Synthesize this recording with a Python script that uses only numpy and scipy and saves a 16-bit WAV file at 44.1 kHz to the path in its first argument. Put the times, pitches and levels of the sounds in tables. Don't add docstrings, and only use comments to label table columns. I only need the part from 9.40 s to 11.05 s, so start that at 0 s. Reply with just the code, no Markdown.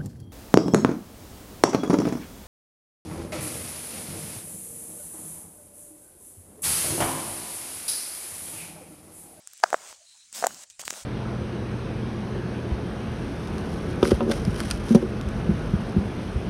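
import sys
import numpy as np
from scipy import signal
from scipy.fft import rfft, irfft, next_fast_len
from scipy.io import wavfile
from scipy.ndimage import uniform_filter1d

SR = 44100
rng = np.random.default_rng(int(sys.argv[2]) if len(sys.argv) > 2 else 0)


def unload_wav(signal):
    wavfile.write(
        sys.argv[1],
        SR,
        np.round(np.clip(np.atleast_2d(signal).T, -1, 1) * 32767).astype(np.int16),
    )


N = 72765


def amp(db):
    return 10 ** (np.asarray(db) / 20)


def unit(x):
    return x / np.sqrt(np.mean(x ** 2) + 1e-20)


def gain(spectrum, hz):
    points_hz, db = np.transpose(spectrum)
    return amp(np.interp(np.log(hz + 1), np.log(points_hz + 1), db))


def curves(rows):
    times_s, *columns = np.transpose(rows)
    return [np.interp(np.arange(N) / SR, times_s, column) for column in columns]


def filtered(x, response):
    size = next_fast_len(N + SR // 2)
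    return irfft(rfft(x, size) * response(np.fft.rfftfreq(size, 1 / SR)), size)[:N]


def low_cut(x, hz):
    return signal.sosfilt(signal.butter(2, hz, "high", fs=SR, output="sos"), x)


def noise(spectrum):
    return unit(filtered(rng.standard_normal(N), lambda hz: gain(spectrum, hz)))


def patchy(x, depth_db):
    bins = signal.stft(x, nperseg=512)[2]
    field = uniform_filter1d(rng.standard_normal(bins.shape), size=4, axis=0)
    field = uniform_filter1d(field, size=8, axis=1)
    return signal.istft(bins * amp(depth_db * unit(field)), nperseg=512)[1][:N]


def impulse(spectrum, size=1024):
    cepstrum = irfft(np.log(gain(spectrum, np.fft.rfftfreq(size, 1 / SR))))
    cepstrum[1:size // 2] *= 2
    cepstrum[size // 2 + 1:] = 0
    click = irfft(np.exp(rfft(cepstrum)))
    return click / np.abs(click).max()


def since(start_s):
    return np.maximum(np.arange(N) / SR - start_s, 0)


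def fade(t, t60_s):
    return (t > 0) * np.exp(-np.minimum(np.log(1000) * t / t60_s, 50))


def ring(t, hz, t60_s):
    return np.sin(2 * np.pi * hz * t) * fade(t, t60_s)


def soft_ring(t, hz, t60_s, rise_s):
    return ring(t, hz, t60_s) * (1 - np.exp(-t / rise_s))


# frequency in Hz, level in dB.
AIR_SPECTRUM = [(25, -22.5), (75, -6), (130, -16.5), (400, -34), (700, -20), (1100, -19), (1900, -10.5),
                (3200, -9), (5000, -3.5), (7000, 0.5), (9000, -3.5), (11500, -24.5), (16000, -36.5)]


def outdoor_air(level_db=-60.5):
    return amp(level_db) * unit(patchy(noise(AIR_SPECTRUM), depth_db=4.5))


# start in seconds, length in seconds, pitch in Hz, width in Hz, level in dB.
BIRD_NOTES = [(0.59, 0.069, 634, 40, -65), (.64, 0.14, 4070, 210, -57.5), (0.734, 0.045, 940, 162, -70),
              (0.775, 0.077, 3940, 210, -58)]


def far_bird():
    out = np.zeros(N)
    for start_s, length_s, pitch_hz, width_hz, db in BIRD_NOTES:
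        band = filtered(rng.standard_normal(N), lambda hz: np.exp(-.5 * ((hz - pitch_hz) / width_hz) ** 2))
        swell = np.sin(np.pi * np.minimum(since(start_s) / length_s, 1))
        out += amp(db) * unit(band) * swell
    return out


# time in seconds, mid level in dB, bass level in dB.
RUSTLE_LEVELS = [(0, -64, -69.5), (.05, -75.5, -90), (.19, -84, -96.5), (.25, -49.5, -73),
                 (.37, -53.5, -61), (.45, -52, -75.5), (.525, -57, -83.5), (.56, -69.5, -107),
                 (.68, -84, -92), (.91, -96, -82.5), (.96, -48, -61.5), (1.04, -50, -50),
                 (1.14, -58.5, -52), (1.24, -59, -73), (1.26, -74.5, -88), (1.385, -96, -100),
                 (1.398, -49, -61), (1.46, -65.5, -62.5), (1.58, -46.5, -64), (1.645, -65, -77)]
# frequency in Hz, level in dB.
RUSTLE_MID_SPECTRUM = [(100, -28.5), (300, -14.5), (600, 1.5), (1000, -2.5), (1600, -4), (2600, -17.5),
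                       (6000, -27.5)]
RUSTLE_BASS_SPECTRUM = [(20, -24.5), (70, -11), (120, -14.5), (200, 1.5), (300, -7.5), (600, -24)]


def grass_rustle():
    mid_db, bass_db = curves(RUSTLE_LEVELS)
    return amp(mid_db) * noise(RUSTLE_MID_SPECTRUM) + amp(bass_db) * noise(RUSTLE_BASS_SPECTRUM)


# start in seconds, level in dB.
GROUND_THUDS = [(.50, -53.5), (0.919, -59), (1.385, -55), (1.449, -41.5), (1.621, -43)]


def ground_thuds():
    return sum(amp(db) * soft_ring(since(start_s), hz=69, t60_s=.063, rise_s=.009)
               for start_s, db in GROUND_THUDS)


# time in seconds, hiss level in dB.
SLIDE_LEVELS = [(0, -63), (.15, -55.5), (.22, -54), (.26, -49.5), (.38, -51), (.50, -45.5), (.535, -51),
                (.58, -60.5), (.74, -57), (.915, -61.5), (.95, -38), (.99, -38), (1.03, -42.5),
                (1.10, -47.5), (1.18, -48), (1.238, -45), (1.252, -68.5), (1.292, -78), (1.302, -49.5),
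                (1.335, -65), (1.389, -65.5), (1.395, -40), (1.417, -39.5), (1.423, -50), (1.437, -46.5),
                (1.447, -62), (1.453, -39.5), (1.49, -45.5), (1.565, -42), (1.636, -46), (1.645, -67)]
# frequency in Hz, level in dB.
HISS_SPECTRUM = [(100, -45), (400, -32), (1000, -18), (2500, -8), (4500, -5.5), (6800, -1), (8300, -1),
                 (10000, -10.5), (12500, -26.5), (15500, -25.5)]
FIZZ_SPECTRUM = [(5000, -41), (10000, 1), (15500, -4)]


def skin_slide(catches_per_s=3600, spread_db=5, grain_db=-1, fizz_db=-7, fizz_db_per_db=.95):
    level_db, = curves(SLIDE_LEVELS)
    catches = (rng.random(N) < catches_per_s / SR) * rng.choice([-1, 1], N)
    strength = amp(spread_db * np.minimum(rng.exponential(size=N), 4))
    grains = unit(filtered(catches * strength, lambda hz: gain(HISS_SPECTRUM, hz)))
    fizz = amp(fizz_db + fizz_db_per_db * (level_db - level_db.max())) * noise(FIZZ_SPECTRUM)
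    hiss = unit(patchy(noise(HISS_SPECTRUM) + amp(grain_db) * grains, depth_db=2))
    return amp(level_db) * (hiss + fizz)


# start in seconds, pitch in Hz, level in dB.
SHEET_BUMPS = [(0.0729, 1320, -34), (.1340, 1360, -34), (.2005, 1500, -43), (.2315, 1383, -14),
               (.2560, 1280, -25), (.2610, 1280, -16.5), (.361, 700, -65), (.5272, 1040, -25.5),
               (1.0700, 1710, -11.5), (1.1075, 1490, -20.5), (1.3950, 604, -29), (1.4290, 814, -23.5),
               (1.4368, 1230, -21.5), (1.5268, 470, -16.5), (1.5378, 990, -39)]
TOY_LOW_CUT_HZ = 215


def sheet_bumps():
    bumps = sum(amp(db) * soft_ring(since(start_s), hz, t60_s=.004, rise_s=.0008)
                for start_s, hz, db in SHEET_BUMPS)
    return low_cut(bumps, TOY_LOW_CUT_HZ)


# start in seconds, pitch in Hz, ring level in dB, T60 in seconds,
# splinter level in dB relative to the ring, snap level in dB.
SKIN_TICKS = [(.0739, 7530, -24.5, 0.0033, -10, -46), (0.1344, 7560, -27.5, 0.001, -7, -44),
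              (0.1774, 8400, -30.5, 0.002, -16.5, -52), (0.2009, 7300, -34, 0.0026, -10.5, -35),
              (.2331, 7000, -26.5, 0.0025, -14.5, -50), (.2372, 4815, -8.5, 0.0033, -33, -36),
              (.3039, 7700, -28, 0.0054, -15.5, -24.5), (0.3378, 7600, -23, 0.0035, -21.5, -66.5),
              (0.5274, 6750, -37.5, 0.0027, -7.5, -32.5), (0.9279, 7870, -24, .004, -11, -36.5),
              (1.0527, 6500, -33.5, 0.0033, -9.5, -43), (1.0686, 7400, -5.5, 0.0046, -9, -25.5),
              (1.1456, 6000, -25, 0.0015, -19, -39.5), (1.3007, 6600, -33, 0.0045, -14.5, -54.5),
              (1.3957, 7600, -27.5, 0.0028, -12, -25.5), (1.4157, 6650, -28, .003, -12, -43),
              (1.4525, 8250, -26, 0.0035, -8.5, -40), (1.4795, 6800, -25, 0.0028, -11.5, -10),
              (1.5034, 7060, -20.5, 0.0044, -11, -57), (1.5063, 5970, -12.5, 0.0019, -27.5, -13.5),
              (1.5310, 6800, -28.5, 0.0035, -6, -28), (1.5386, 6050, -37, .002, -9, -23)]
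# frequency in Hz, level in dB.
SPLINTER_SPECTRUM = [(500, -25), (3000, -14), (6000, -5), (8000, 0), (10500, -7.5), (16000, -17)]
SNAP_SPECTRUM = [(40, -33), (150, -4.5), (400, -2), (1700, 4), (2600, 1.5), (4500, -5), (7000, -4),
                 (9000, -19), (16000, -13.5)]


def skin_ticks():
    rings, releases = np.zeros(N), np.zeros(N)
    splinter_noise = noise(SPLINTER_SPECTRUM)
    for start_s, hz, ring_db, t60_s, splinter_db, snap_db in SKIN_TICKS:
        start = round(start_s * SR)
        t = since(start / SR)
        splinter = amp(splinter_db) * splinter_noise * fade(t, t60_s=.005)
        rings += amp(ring_db) * (ring(t, hz, t60_s) + splinter)
        releases[start + 1] = amp(snap_db)
    snaps = signal.fftconvolve(releases, impulse(SNAP_SPECTRUM))[:N]
    return low_cut(rings, hz=1400) + low_cut(snaps, hz=90)


def air_push(centre_s, width_s):
    u = (np.arange(N) / SR - centre_s) / width_s
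    return (u * u - 1) * np.exp(-np.minimum(u * u / 2, 50))


# time in seconds, cup pitch in Hz, ring level in dB, T60 in seconds,
# air push level in dB, scuff level in dB.
DOME_FLIPS = [(0.2333, 954, -20.5, 0.022, -35, -39.5), (.2377, 780, -6.5, .008, -3, -21),
              (.23883, 510, -7, .009, -4, -35), (.24012, 704, -1.5, .012, -2, -33),
              (0.3298, 770, -3.5, 0.011, -11, -29.5), (0.3438, 672, -4, 0.012, -5.5, -30),
              (1.0263, 740, -11, .012, -21, -37), (1.0307, 715, -17.5, 0.0095, -27, -43),
              (1.0409, 807, -6, 0.011, -8, -27), (1.0449, 699, -5, 0.016, -18.5, -23),
              (1.0610, 678, -17.5, 0.017, -21, -47), (1.0684, 772, -3.5, 0.01, -21, -25)]
# frequency in Hz, gain in dB.
SCUFF_SPECTRUM = [(500, -12), (2500, -8), (3400, -14.5), (4200, -8), (6200, 1.5), (7800, -2), (9500, -17),
                  (16000, -34)]
POP_BASS_ROLLOFF = [(60, -9), (130, -14), (270, -1.5), (1000, 0)]


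def dome_pops(lead_cycles=.5, rim_db=-18):
    out, scuff = np.zeros(N), noise(SCUFF_SPECTRUM)
    for flip_s, cup_hz, ring_db, t60_s, push_db, scuff_db in DOME_FLIPS:
        t = since(flip_s - lead_cycles / cup_hz)
        out += amp(ring_db) * soft_ring(t, cup_hz, t60_s, rise_s=.00075)
        dome = air_push(flip_s, width_s=.00022)
        rim = amp(rim_db) * air_push(flip_s, width_s=.0001)
        out += amp(push_db) * (dome + rim)
        out += amp(scuff_db) * scuff * fade(since(flip_s), t60_s=.012)
    return filtered(low_cut(out, TOY_LOW_CUT_HZ), lambda hz: gain(POP_BASS_ROLLOFF, hz))


def scene():
    toy = dome_pops() + skin_ticks() + sheet_bumps() + skin_slide() + ground_thuds() + grass_rustle()
    return (toy + outdoor_air() + far_bird())[None]


def record(dry):
    return filtered(dry[0], lambda hz: hz < 15800)[None]


dry = scene()
out = record(dry)
unload_wav(out)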